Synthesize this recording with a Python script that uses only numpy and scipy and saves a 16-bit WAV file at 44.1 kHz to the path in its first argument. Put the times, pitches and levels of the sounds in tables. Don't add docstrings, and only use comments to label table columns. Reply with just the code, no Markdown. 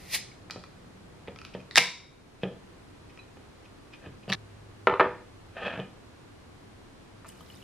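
import sys
import numpy as np
from scipy import signal
from scipy.fft import rfft, irfft, next_fast_len
from scipy.io import wavfile
from scipy.ndimage import uniform_filter1d

SR = 44100
rng = np.random.default_rng(int(sys.argv[2]) if len(sys.argv) > 2 else 0)


def inscribe(sig):
    pcm = np.round(np.clip(np.atleast_2d(sig).T, -1, 1) * 32767)
    wavfile.write(sys.argv[1], SR, pcm.astype(np.int16))


N = 336483
EDIT_S = 4.353
TOP_HZ = 15400

# start_s, level_db, brightness_db_per_octave
TICKS = [(0.4985, -27, -9), (0.508, -22.5, 2), (0.6375, -31.5, -5), (1.274, -32, -8.5), (1.3595, -35.5, -4),
         (1.3875, -32.5, -3), (1.415, -31.5, -1.5), (1.4495, -29.5, 2), (3.174, -37, -2)]
# pitch_hz, width_hz, level_db
TAB_MODES = [(1304, 48, -0.5), (1960, 87, 0.5), (2440, 190, 1.5), (3280, 250, -7.5), (4055, 500, -9),
             (4800, 300, -8.5), (5300, 280, -12)]
# pitch_hz, level_db
TAB_COLOUR = [(240, -48.5), (400, -20.5), (1300, -2), (1690, -7.5), (2470, 2), (3400, -5), (5390, -14),
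              (6800, -24.5), (15500, -42)]
# start_s, level_db, brightness_db_per_octave
SNAPS = [(1.7102, -27, -5.5), (1.7502, -32, -1.5), (1.7572, -3.5, -0.5), (1.7658, -11, 3),
         (1.7679, -9, 0.5)]
# pitch_hz, width_hz, level_db
SHUT_MODES = [(1940, 190, 1.5), (3880, 320, 0), (4300, 330, -3), (5100, 160, -4.5), (7810, 220, -15),
              (9680, 87, -16)]
# pitch_hz, level_db
SHUT_COLOUR = [(150, -55), (250, -26.5), (525, -18), (1510, -11), (1850, 4.5), (2710, -16), (4240, -4.5),
               (5690, -23.5), (7900, -18), (15500, -49.5)]
# start_s, level_db, brightness_db_per_octave
TEARS = [(1.773, -10, 2), (1.7752, -2.5, -1), (1.7785, -6, 3), (1.7802, -2, 2.5), (1.7812, -4, -1.5),
         (1.7836, -9, 4), (1.7895, -13, 1.5)]
# pitch_hz, width_hz, level_db
OPEN_MODES = [(689, 98, -4), (2270, 330, 6.5), (3720, 260, -2), (4340, 150, -11.5), (5155, 360, -7),
              (5480, 41, -7), (5830, 40, -22), (9000, 310, -22)]
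# pitch_hz, level_db
OPEN_COLOUR = [(120, -53.5), (200, -23.5), (470, -28), (677, -7.5), (1500, -9), (2050, -1.5), (3120, -20),
               (3680, -6), (4500, -19), (4920, -12), (6830, -22.5), (15500, -43.5)]
# start_s, level_db, brightness_db_per_octave
CRUNCH = [(4.3202, -14, 2), (4.3254, -7.5, 2), (4.3305, -18.5, 3), (4.3332, -14.5, 8), (4.3362, -17, 5),
          (4.342, -26.5, -9)]
# pitch_hz, width_hz, level_db
FLAT_MODES = [(1760, 130, -1.5), (2360, 170, -0.5), (3860, 200, -2), (4300, 100, -4), (5570, 150, -12.5)]
# pitch_hz, level_db
FLAT_COLOUR = [(180, -40.5), (300, -10), (877, -9), (1280, 1), (1640, -7), (1750, 0.5), (3130, -7.5),
               (3940, -2), (4800, -19.5), (5660, -14), (7140, -38), (15500, -53.5)]
# pitch_hz, width_hz, level_db, t60_s
WALL_CLUSTERS = [(1000, 61, -35.5, 0.5), (2200, 190, -34, 0.63), (2760, 80, -42.5, .35),
                 (3800, 170, -42, 0.6), (5360, 160, -44.5, 0.58), (9300, 390, -46.5, 0.2)]
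# pitch_hz, level_db, t60_s
WALL_MODES = [(2067, -28, .36), (2151, -26.5, .38), (2331, -34, 0.45), (3763, -29.5, .58), (3925, -39, .45),
              (4867, -41, .44), (5211, -38.5, .47), (5496, -41, .42), (9500, -44, .25)]
# peak_s, level_db
SLIPS = [(4.2937, -39), (4.299, -30), (4.310, -38)]
SLIP_RISE_S, SLIP_FALL_S = 0.023, 0.032
# pitch_hz, width_hz, level_db
SQUEAK_MODES = [(880, 200, 2), (2790, 210, 1.5), (4610, 300, -4)]
# pitch_hz, level_db
SQUEAK_COLOUR = [(120, -22), (350, -3), (1000, -5), (1700, -9), (2400, -13), (3600, -20), (5200, -28),
                 (6500, -29), (12000, -35), (15500, -54.5)]
# pitch_hz, level_db
JET_COLOUR = [(180, -51.5), (300, -26), (685, -18.5), (1490, -19.5), (1910, -2.5), (2480, -5), (3020, -9.5),
              (4720, -6), (8420, -20.5), (9140, -15), (13400, -19), (15500, -26)]
# pitch_hz, level_db
VENT_COLOUR = [(2000, -25), (5000, -6), (8000, -8), (9500, 0), (12000, -2), (15000, -14)]
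LEAK_DB = -57
SPIT_S, SPIT_DB, SPIT_RISE_S, SPIT_FALL_S = .149, -25.5, .11, .11
VENT_S, VENT_DB, VENT_RISE_S, VENT_FALL_S = 1.79, -41, .03, .26
# peak_s, level_db
SCRATCHES = [(1.463, -53), (1.543, -47), (1.607, -51), (2.432, -45.5), (3.1, -56.5), (3.655, -56),
             (3.941, -46), (4.241, -56)]
SCRATCH_RISE_S, SCRATCH_FALL_S = 0.061, 0.067
# pitch_hz, width_hz, level_db
SCRATCH_MODES = [(2510, 200, 4), (3120, 200, -5)]
# pitch_hz, level_db
SCRATCH_COLOUR = [(400, -32), (1200, -8.5), (1700, -11), (2500, -2.5), (3400, -8.5), (4100, -17),
                  (5200, -14), (7000, -30.5), (15500, -55)]
# start_s, level_db, brightness_db_per_octave, rattle_db (relative to the bump)
BUMPS = [(0.5596, -28.5, 0, -19), (1.281, -27.5, -0.5, -3), (1.549, -24, 1.5, -9.5), (1.779, -17, -2, -19),
         (2.4332, -14.5, 1, -3.5), (2.4527, -23, -0.5, -22), (3.37, -40, 3, -14), (4.067, -31, -5, -15.5),
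         (4.2791, -26.5, -0.5, -11), (4.3005, -21, -1.5, -21), (5.776, -25.5, 4, -24),
         (5.7927, -25, 3, -24), (5.7995, -27, 3, -14)]
# pitch_hz, width_hz, level_db
BUMP_MODES = [(132, 20, -3.5), (187.4, 15, 0.5), (485.6, 14, -5), (1240, 43, -18.5), (1745, 51, -20),
              (2470, 60, -25.5), (2980, 50, -25)]
# pitch_hz, level_db
BUMP_COLOUR = [(35, -46), (60, -17), (167, -6), (230, -8), (560, -4.5), (808, -13.5), (1100, -26.5),
               (3250, -30.5), (3990, -39.5), (8000, -62.5), (15500, -110)]
# pitch_hz, width_hz, level_db
RATTLE_MODES = [(1250, 91, -1), (1800, 160, 2), (2500, 220, -1), (3140, 420, -1)]
# pitch_hz, level_db
RATTLE_COLOUR = [(300, -35.5), (900, -10.5), (1300, -6), (1800, 0), (2250, -6.5), (2550, -5), (3500, -5),
                 (4100, -29.5), (5000, -46), (8000, -57.5), (15500, -75)]
RATTLE_GAP_S, RATTLE_LOSS_DB = 0.0045, 4.5
GRIP_DB, GRIP_HOLD_S = -58, 1.7
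# start_s, level_db, brightness_db_per_octave
LANDINGS = [(4.8707, 0, 1), (4.923, -14.5, -6), (4.9385, -12, -0.5), (4.9965, -4, 0.5), (5.0003, -2.5, 0),
            (5.0075, -2, 1), (5.053, -18, -5.5)]
# start_s (first contact), level_db, gap_s
ROCKING = [(4.8834, -8.5, .0135), (5.0105, -8, .0155)]
ROCK_LOSS_DB = 3
ROCK_BRIGHT_DB, ROCK_DULLING_DB = -2, 2.5
# start_s, level_db, brightness_db_per_octave
SLAPS = [(7.246, -37, 5.5), (7.251, -38.5, 7), (7.26, -40.5, 6), (7.4073, -38.5, -4), (7.492, -49, 10)]
# pitch_hz, width_hz, level_db
TABLE_MODES = [(392, 25.5, 4), (492, 11.7, 8.5), (594, 19, 1.5), (642.5, 15, 3), (886, 24, 3.5),
               (957, 16, -0.5), (1180, 55, -5), (1240, 53, 3), (1360, 36, -2), (1777, 45, -2.5),
               (1980, 45, -11), (2390, 40, -13), (2800, 90, -20.5), (3610, 260, -25)]
# pitch_hz, level_db
TABLE_COLOUR = [(41, -50.5), (70, -19), (234, -11), (272, -20.5), (335, -7), (450, -1.5), (600, -4.5),
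                (869, -0.5), (1260, 0.5), (1460, -8), (1730, -8), (2340, -15), (4560, -37.5), (15500, -106)]
# pitch_hz, width_hz, level_db
GLASS_MODES = [(2620, 36, 7.5), (3000, 57, 3), (3290, 35, -2), (3564, 35, -3), (4040, 40, -7.5)]
# pitch_hz, level_db
GLASS_COLOUR = [(800, -45.5), (2300, -6.5), (4200, -15), (5200, -31.5), (15500, -62)]
# peak_s, level_db, rise_s
SHOVES = [(4.061, -47, 0.19), (5.578, -39, 0.085), (5.627, -39, 0.069), (5.651, -40, 0.055),
          (5.669, -32, 0.088), (5.738, -46, 0.19)]
SHOVE_FALL_S = 0.12
DRAG_S, DRAG_HOLD_S, DRAG_DB = 5.575, .19, -45.5
# pitch_hz, width_hz, level_db
SLIDE_MODES = [(507, 84, 2.5), (607, 120, 2.5), (1264, 76, 3), (1625, 120, 2), (2525, 170, 0),
               (3060, 210, -7.5)]
# pitch_hz, level_db
SCRAPE_COLOUR = [(59, -47.5), (100, -21.5), (187, 1), (396, -9), (571, 5), (886, -5), (1510, -20),
                 (1780, 3), (2060, -21), (3260, -14), (4060, -23), (8000, -54), (15500, -110)]
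TILT_S, TILT_TIME_S, TILT_PITCH = 5.72, 0.056, 0.88
# pitch_hz, width_hz, level_db
RASPS = [(3290, 35, -36.5), (2570, 110, -37)]
RASP_S, RASP_RISE_S, RASP_FALL_S = 5.668, 0.15, 0.081
# start_s, level_db, brightness_db_per_octave
CLINKS = [(5.799, -25.5, 1)]
# pitch_hz, width_hz, level_db
RIM_MODES = [(2460, 35, -1), (2980, 48, -6), (3320, 35, -16)]
POUR_S, FOAM_DB, FOAM_GROWTH_DB_PER_S = 7.265, -72, 13
# peak_s, level_db
SPURTS = [(7.285, -58), (7.41, -65), (7.508, -66.5)]
SPURT_RISE_S, SPURT_FALL_S = 0.1184, 0.1
# pitch_hz, level_db
FOAM_COLOUR = [(500, -14), (1500, -15.5), (3000, -3.5), (5500, -2), (8500, -2.5), (13000, 2), (15000, -6)]
DRUM_HZ, DRUM_WIDTH_HZ, DRUM_DB = 190, 14, -58
BURBLE_DB = -66
# start_s, pitch_hz (at the start), level_db, t60_s
PINGS = [(0.316, 2220, -42, .02), (3.19, 2500, -43, 0.066), (3.193, 3970, -50.5, 0.097),
         (7.2882, 8200, -32.5, 0.0041), (7.2905, 8900, -32, 0.003), (7.407, 3070, -49, 0.024),
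         (7.501, 2940, -40, 0.03), (7.551, 8700, -53, 0.017), (7.618, 3230, -47, 0.013),
         (7.625, 2900, -44, 0.017)]
# pitch_hz, level_db
AIR_COLOUR = [(12, -33), (20, -7), (59, -7), (92, -2.5), (191, -10), (266, -8.5), (465, -13.5), (565, -17),
              (1130, -19.5), (10500, -40), (13900, -53.5), (15500, -60)]
# pitch_hz, side_db
AIR_SIDE = [(60, -23.5), (150, -5.5), (380, 0.5), (950, -1.5), (2380, -0.5), (3700, 0), (4200, 5),
            (4800, -1), (15000, -1.5)]
AIR_DB = -53
WHINE_HZ, WHINE_DB = 13006, -82
HUM_DB, HUM_FADE_S = -50, 11
# pitch_hz, t60_s
ROOM_T60 = [(100, 0.48), (260, 0.4), (700, 0.34), (2000, 0.37), (5000, 0.46), (8000, 0.41), (12000, 0.12)]
# pitch_hz, side_db
ROOM_SIDE = [(1500, -20), (4000, -6.5), (8000, 4)]
# pitch_hz, side_db
WIDTH = [(2000, -40.5), (3000, -22.5), (4200, -9.5), (5700, -1.5), (7200, 2), (10000, 8), (14000, 3.5)]


def opening():
    snaps = blows(SNAPS, body(SHUT_COLOUR, SHUT_MODES, broad_db=-7.0), gain_db=10.5,
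                  chatter=0.45, chatter_t60=0.0044, wet_db=-4.0, pivot_hz=3060)
    tears = blows(TEARS, body(OPEN_COLOUR, OPEN_MODES, broad_db=2.5), gain_db=15.5,
                  chatter=1.0, chatter_t60=0.027, wet_db=-8.5, pivot_hz=2460)
    crunch = blows(CRUNCH, body(FLAT_COLOUR, FLAT_MODES, broad_db=-2.0), gain_db=9.0,
                   chatter=0.75, chatter_t60=0.018, wet_db=-10.0, pivot_hz=3000)
    return ticks(TICKS) + snaps + tears + crunch + ring() + squeak()


def ticks(rows):
    return blows(rows, body(TAB_COLOUR, TAB_MODES, broad_db=-6.5), gain_db=10.5,
                 chatter=2.7, chatter_t60=0.0067, wet_db=-6.0, pivot_hz=3020)


def ring(start_s=1.781, wall_db=0, size=32768):
    track, t = np.zeros(N), np.arange(size) / SR
    for centre, width, db, t60 in WALL_CLUSTERS:
        fade = amp(db + wall_db - 60 * t / t60)
        add(track, start_s, fade * band(centre, width, size))
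    for hz, db, t60 in WALL_MODES:
        fade = amp(db - 60 * t / t60)
        add(track, start_s, fade * np.sin(2 * np.pi * (hz * t + rng.random())))
    return track


def squeak():
    jerks = grains(rate=8000, spread_db=1.1) * judder(rate_hz=500, depth_db=3.0)
    rub = unit(filtered(jerks, body(SQUEAK_COLOUR, SQUEAK_MODES, broad_db=-7)))
    slips = sum(envelope(s, db, SLIP_RISE_S, SLIP_FALL_S) for s, db in SLIPS)
    return room(rub * slips, wet_db=-9.5)[:, :N]


def gas():
    spit = envelope(SPIT_S, SPIT_DB, SPIT_RISE_S, SPIT_FALL_S)
    leak = envelope(0, LEAK_DB, rise_s=.01, fall_s=.1, hold_s=SPIT_S)
    jet = unit(filtered(rng.standard_normal(N), lambda hz: amp(along(JET_COLOUR, hz))))
    vent = unit(filtered(rng.standard_normal(N), lambda hz: amp(along(VENT_COLOUR, hz))))
    vent_flow = envelope(VENT_S, VENT_DB, VENT_RISE_S, VENT_FALL_S)
    return room((spit + leak) * jet + vent_flow * vent, wet_db=-11.0)[:, :N]


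def scratches():
    grit = grains(rate=2500, spread_db=3.5)
    rub = unit(filtered(grit, body(SCRATCH_COLOUR, SCRATCH_MODES, broad_db=-2)))
    strokes = sum(envelope(s, db, SCRATCH_RISE_S, SCRATCH_FALL_S) for s, db in SCRATCHES)
    return room(rub * strokes, wet_db=-8.5)[:, :N]


def bumps(rows):
    knocks = blows([row[:3] for row in rows], body(BUMP_COLOUR, BUMP_MODES, broad_db=-6.5), gain_db=17.5,
                   chatter=0.9, chatter_t60=0.1, wet_db=-7.5, pivot_hz=687)
    strikes = [(s + k * RATTLE_GAP_S, db + rattle_db - k * RATTLE_LOSS_DB, 0)
               for s, db, _, rattle_db in rows for k in (0, 1)]
    clacks = blows(strikes, body(RATTLE_COLOUR, RATTLE_MODES, broad_db=-2), gain_db=8.5,
                   chatter=1.5, chatter_t60=.018, wet_db=-11.5, pivot_hz=2200)
    return knocks + clacks


def grip():
    rumble = filtered(rng.standard_normal(N), body(BUMP_COLOUR, BUMP_MODES, broad_db=-5))
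    rumble = unit(rumble * judder(rate_hz=12, depth_db=2))
    rumble = unit(filtered(rumble, lambda hz: 1 / (1 + (hz / 330) ** 2)))
    return rumble * envelope(0, GRIP_DB, rise_s=.05, fall_s=.5, hold_s=GRIP_HOLD_S)


def glass():
    contacts = LANDINGS + rocking()
    table = blows(contacts + SLAPS, body(TABLE_COLOUR, TABLE_MODES, broad_db=-4.0), gain_db=13.0,
                  chatter=0.87, chatter_t60=0.034, wet_db=-8.0, pivot_hz=1010)
    clink = blows(contacts, body(GLASS_COLOUR, GLASS_MODES, broad_db=-1.5), gain_db=-6.5,
                  chatter=.6, chatter_t60=.012, wet_db=-14, pivot_hz=2970)
    return table + clink


def rocking(count=4):
    return [(s + k * gap_s, db - k * ROCK_LOSS_DB, ROCK_BRIGHT_DB - k * ROCK_DULLING_DB)
            for s, db, gap_s in ROCKING for k in range(count)]


def slide():
    push = sum(envelope(s, db, rise_s, SHOVE_FALL_S) for s, db, rise_s in SHOVES)
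    push = push + envelope(DRAG_S, DRAG_DB, rise_s=0.096, fall_s=0.113, hold_s=DRAG_HOLD_S)
    catches = grains(rate=3000, spread_db=1.5) * judder(rate_hz=140, depth_db=1.0)
    can = body(SCRAPE_COLOUR, SLIDE_MODES, broad_db=0.5)
    flat = unit(filtered(catches, can))
    tipped = unit(filtered(catches, lambda hz: can(hz / TILT_PITCH)))
    tilt = np.clip((np.arange(N) / SR - TILT_S) / TILT_TIME_S, 0, 1)
    rub = np.sqrt(1 - tilt) * flat + np.sqrt(tilt) * tipped
    rasp = sum(envelope(RASP_S, db, RASP_RISE_S, RASP_FALL_S) * tone(hz, width) for hz, width, db in RASPS)
    rasp = rasp * judder(rate_hz=300, depth_db=1.5)
    clink = blows(CLINKS, body(RATTLE_COLOUR, RIM_MODES, broad_db=-16), gain_db=10,
                  chatter=.4, chatter_t60=.005, wet_db=-10, pivot_hz=2710)
    return room(push * rub + rasp, wet_db=-9.0)[:, :N] + clink


def pour():
    pouring_s = np.arange(N) / SR - POUR_S
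    foam = amp(FOAM_DB + FOAM_GROWTH_DB_PER_S * pouring_s) * (pouring_s > 0)
    froth = sum(envelope(s, db, SPURT_RISE_S, SPURT_FALL_S) for s, db in SPURTS)
    drink = (foam + froth) * bubbles(count=2500)
    drink += (pouring_s > 0) * amp(DRUM_DB) * tone(DRUM_HZ, DRUM_WIDTH_HZ)
    drink += amp(BURBLE_DB) * bubbles(count=60, pitch_hz=2400, spread=.45, cycles=10)
    return room(drink, wet_db=-11.0)[:, :N]


def bubbles(count=2500, pitch_hz=7000, spread=1.0, cycles=7, spread_db=4, size=256):
    start, t = round(POUR_S * SR), np.arange(size) / SR
    when, pitch, strength = rng.random(count), rng.standard_normal(count), rng.standard_normal(count)
    hz = pitch_hz * np.exp(spread * pitch)[:, None]
    pops = np.exp(-hz * t / cycles) * np.sin(2 * np.pi * hz * t)
    pops *= amp(spread_db * strength)[:, None] * (hz < TOP_HZ)
    at = (start + when * (N - start)).astype(int)[:, None] + np.arange(size)
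    cloud = np.bincount(at.ravel(), pops.ravel(), N)[:N]
    cloud = filtered(cloud, lambda hz: amp(along(FOAM_COLOUR, hz)))
    return cloud / np.std(cloud[start:])


def pings(glide=0.22):
    track, t = np.zeros(N), np.arange(SR // 6) / SR
    for s, hz, db, t60 in PINGS:
        swell_and_fade = amp(db - 60 * t / t60) * (1 - np.exp(-t / 0.00034))
        add(track, s, swell_and_fade * np.sin(2 * np.pi * hz * t * (1 + glide * t)))
    return room(track, wet_db=-11.0)[:, :N]


def background(hum_hz=103, hum_width_hz=2):
    mid = filtered(rng.standard_normal(N), lambda hz: amp(along(AIR_COLOUR, hz)))
    side = filtered(rng.standard_normal(N), lambda hz: amp(along(AIR_COLOUR, hz) + along(AIR_SIDE, hz)))
    air = amp(AIR_DB) * np.array([mid + side, mid - side]) / np.std(mid)
    whine = amp(WHINE_DB) * np.sin(2 * np.pi * WHINE_HZ * np.arange(N) / SR)
    hum = tone(hum_hz, hum_width_hz) * envelope(EDIT_S, HUM_DB, rise_s=.05, fall_s=HUM_FADE_S)
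    return air + np.array([whine, -whine]) + hum


def blows(rows, gain, gain_db, chatter, chatter_t60, wet_db, pivot_hz, size=8192):
    track, t, hz = np.zeros((2, N)), np.arange(size) / SR, np.fft.rfftfreq(size, 1 / SR)
    octaves = np.clip(np.log2((hz + 1) / pivot_hz), -2, 2)
    bending = np.exp(-2j * np.pi * .0016 * np.sqrt(hz * pivot_hz))
    for s, db, bright_db in rows:
        force = rng.standard_normal(size) * amp(-60 * t / chatter_t60)
        force *= chatter / np.linalg.norm(force)
        force[0] += 1
        response = bending * causal(gain(hz) * amp(bright_db * octaves))
        hit = irfft(rfft(force) * response)
        add(track, s, room(amp(db + gain_db) * hit / np.linalg.norm(hit), wet_db))
    return track


def body(colour, modes, broad_db):
    def gain(hz):
        broad = along(colour, hz)
        peaks = sum(np.abs(amp(db) * hz * w / (c * c - hz * hz + 1j * hz * w)) ** 3 for c, w, db in modes)
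        deepening = amp(np.minimum(broad + 20, 0) / 2)
        return np.cbrt(peaks + amp(broad + broad_db) ** 3) * deepening
    return gain


def causal(gain):
    cepstrum = irfft(np.log(np.maximum(gain, 1e-6)))
    half = len(cepstrum) // 2
    cepstrum[1:half] *= 2
    cepstrum[half + 1:] = 0
    return np.exp(rfft(cepstrum))


def room(x, wet_db):
    hz, t, z = signal.stft(rng.standard_normal((2, SR // 2)), SR, nperseg=256)
    z[1] *= amp(along(ROOM_SIDE, hz))[:, None]
    decay = amp(-60 * t / along(ROOM_T60, hz)[:, None]) * (1 - np.exp(-t / 0.0017))
    tails = signal.istft(z * decay, SR, nperseg=256)[1]
    mid, side = amp(wet_db) * tails / np.linalg.norm(tails[0])
    mid[0] += 1
    return signal.fftconvolve(x[None], np.array([mid + side, mid - side]), axes=1)


def widen(pair, scatter_s=0.00079, order=300):
    def scatter(hz):
        delay = scatter_s * np.abs(unit(uniform_filter1d(rng.standard_normal(len(hz)), order)))
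        return amp(along(WIDTH, hz)) * np.exp(-2j * np.pi * np.cumsum(delay) * hz[1])
    side = filtered(pair.mean(axis=0), scatter)
    return pair + np.array([side, -side])


def grains(rate, spread_db):
    sizes = rng.standard_normal(N) * amp(spread_db * rng.standard_normal(N))
    return unit(sizes * (rng.random(N) < rate / SR))


def judder(rate_hz, depth_db):
    knots = np.clip(rng.standard_normal(N), -2, 2)
    return unit(amp(depth_db * np.interp(np.arange(N) * rate_hz / SR, np.arange(N), knots)))


def tone(hz, width_hz, size=128):
    drift = np.cumsum(uniform_filter1d(rng.standard_normal(N), size)) * np.sqrt(2 * np.pi * width_hz / SR)
    return np.sin(2 * np.pi * hz * np.arange(N) / SR + drift)


def band(centre, width, size):
    offset = (np.fft.rfftfreq(size, 1 / SR) - centre) / width
    return unit(irfft(rfft(rng.standard_normal(size)) / (1 + (offset ** 2) ** 2), size))


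def envelope(s, db, rise_s, fall_s, hold_s=0):
    t = np.arange(N) / SR - s
    return amp(db - 60 * np.clip(np.maximum(-t / rise_s, (t - hold_s) / fall_s), 0, 2))


def filtered(x, response):
    m = next_fast_len(N + SR // 4)
    return irfft(rfft(x, m) * response(np.fft.rfftfreq(m, 1 / SR)), m)[..., :N]


def along(points, hz):
    f, v = np.transpose(points)
    return np.interp(np.log(hz + 1), np.log(f + 1), v)


def add(track, s, x):
    part = track[..., max(round(s * SR), 0):][..., :x.shape[-1]]
    part += x[..., :part.shape[-1]]


def amp(db):
    return 10 ** (np.asarray(db) / 20)


def unit(x):
    return x / np.sqrt(np.mean(x ** 2) + 1e-20)


def scene():
    handling = grip() + scratches() + bumps([r for r in BUMPS if r[0] < EDIT_S])
    first = widen(opening()) + widen(gas()) + widen(handling)
    first = first * (np.arange(N) < EDIT_S * SR)
    second = glass() + bumps([r for r in BUMPS if r[0] >= EDIT_S])
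    return first + widen(second + slide() + pour() + pings()) + background()


def record(dry, threshold_db=-15, release_db=7, ceiling=1.0):
    power = np.abs(uniform_filter1d(dry.mean(axis=0) ** 2, size=512))
    over = np.maximum(10 * np.log10(power + 1e-12) - threshold_db, 0)
    recovery = release_db * np.arange(N) / SR
    duck = np.maximum.accumulate(over + recovery) - recovery
    lagged = signal.lfilter(np.ones(512) / 512, 1, duck)
    clipped = np.clip(dry * amp(-lagged), -ceiling, ceiling)
    return filtered(clipped, lambda hz: hz < TOP_HZ)


dry = scene()
out = record(dry)
inscribe(out)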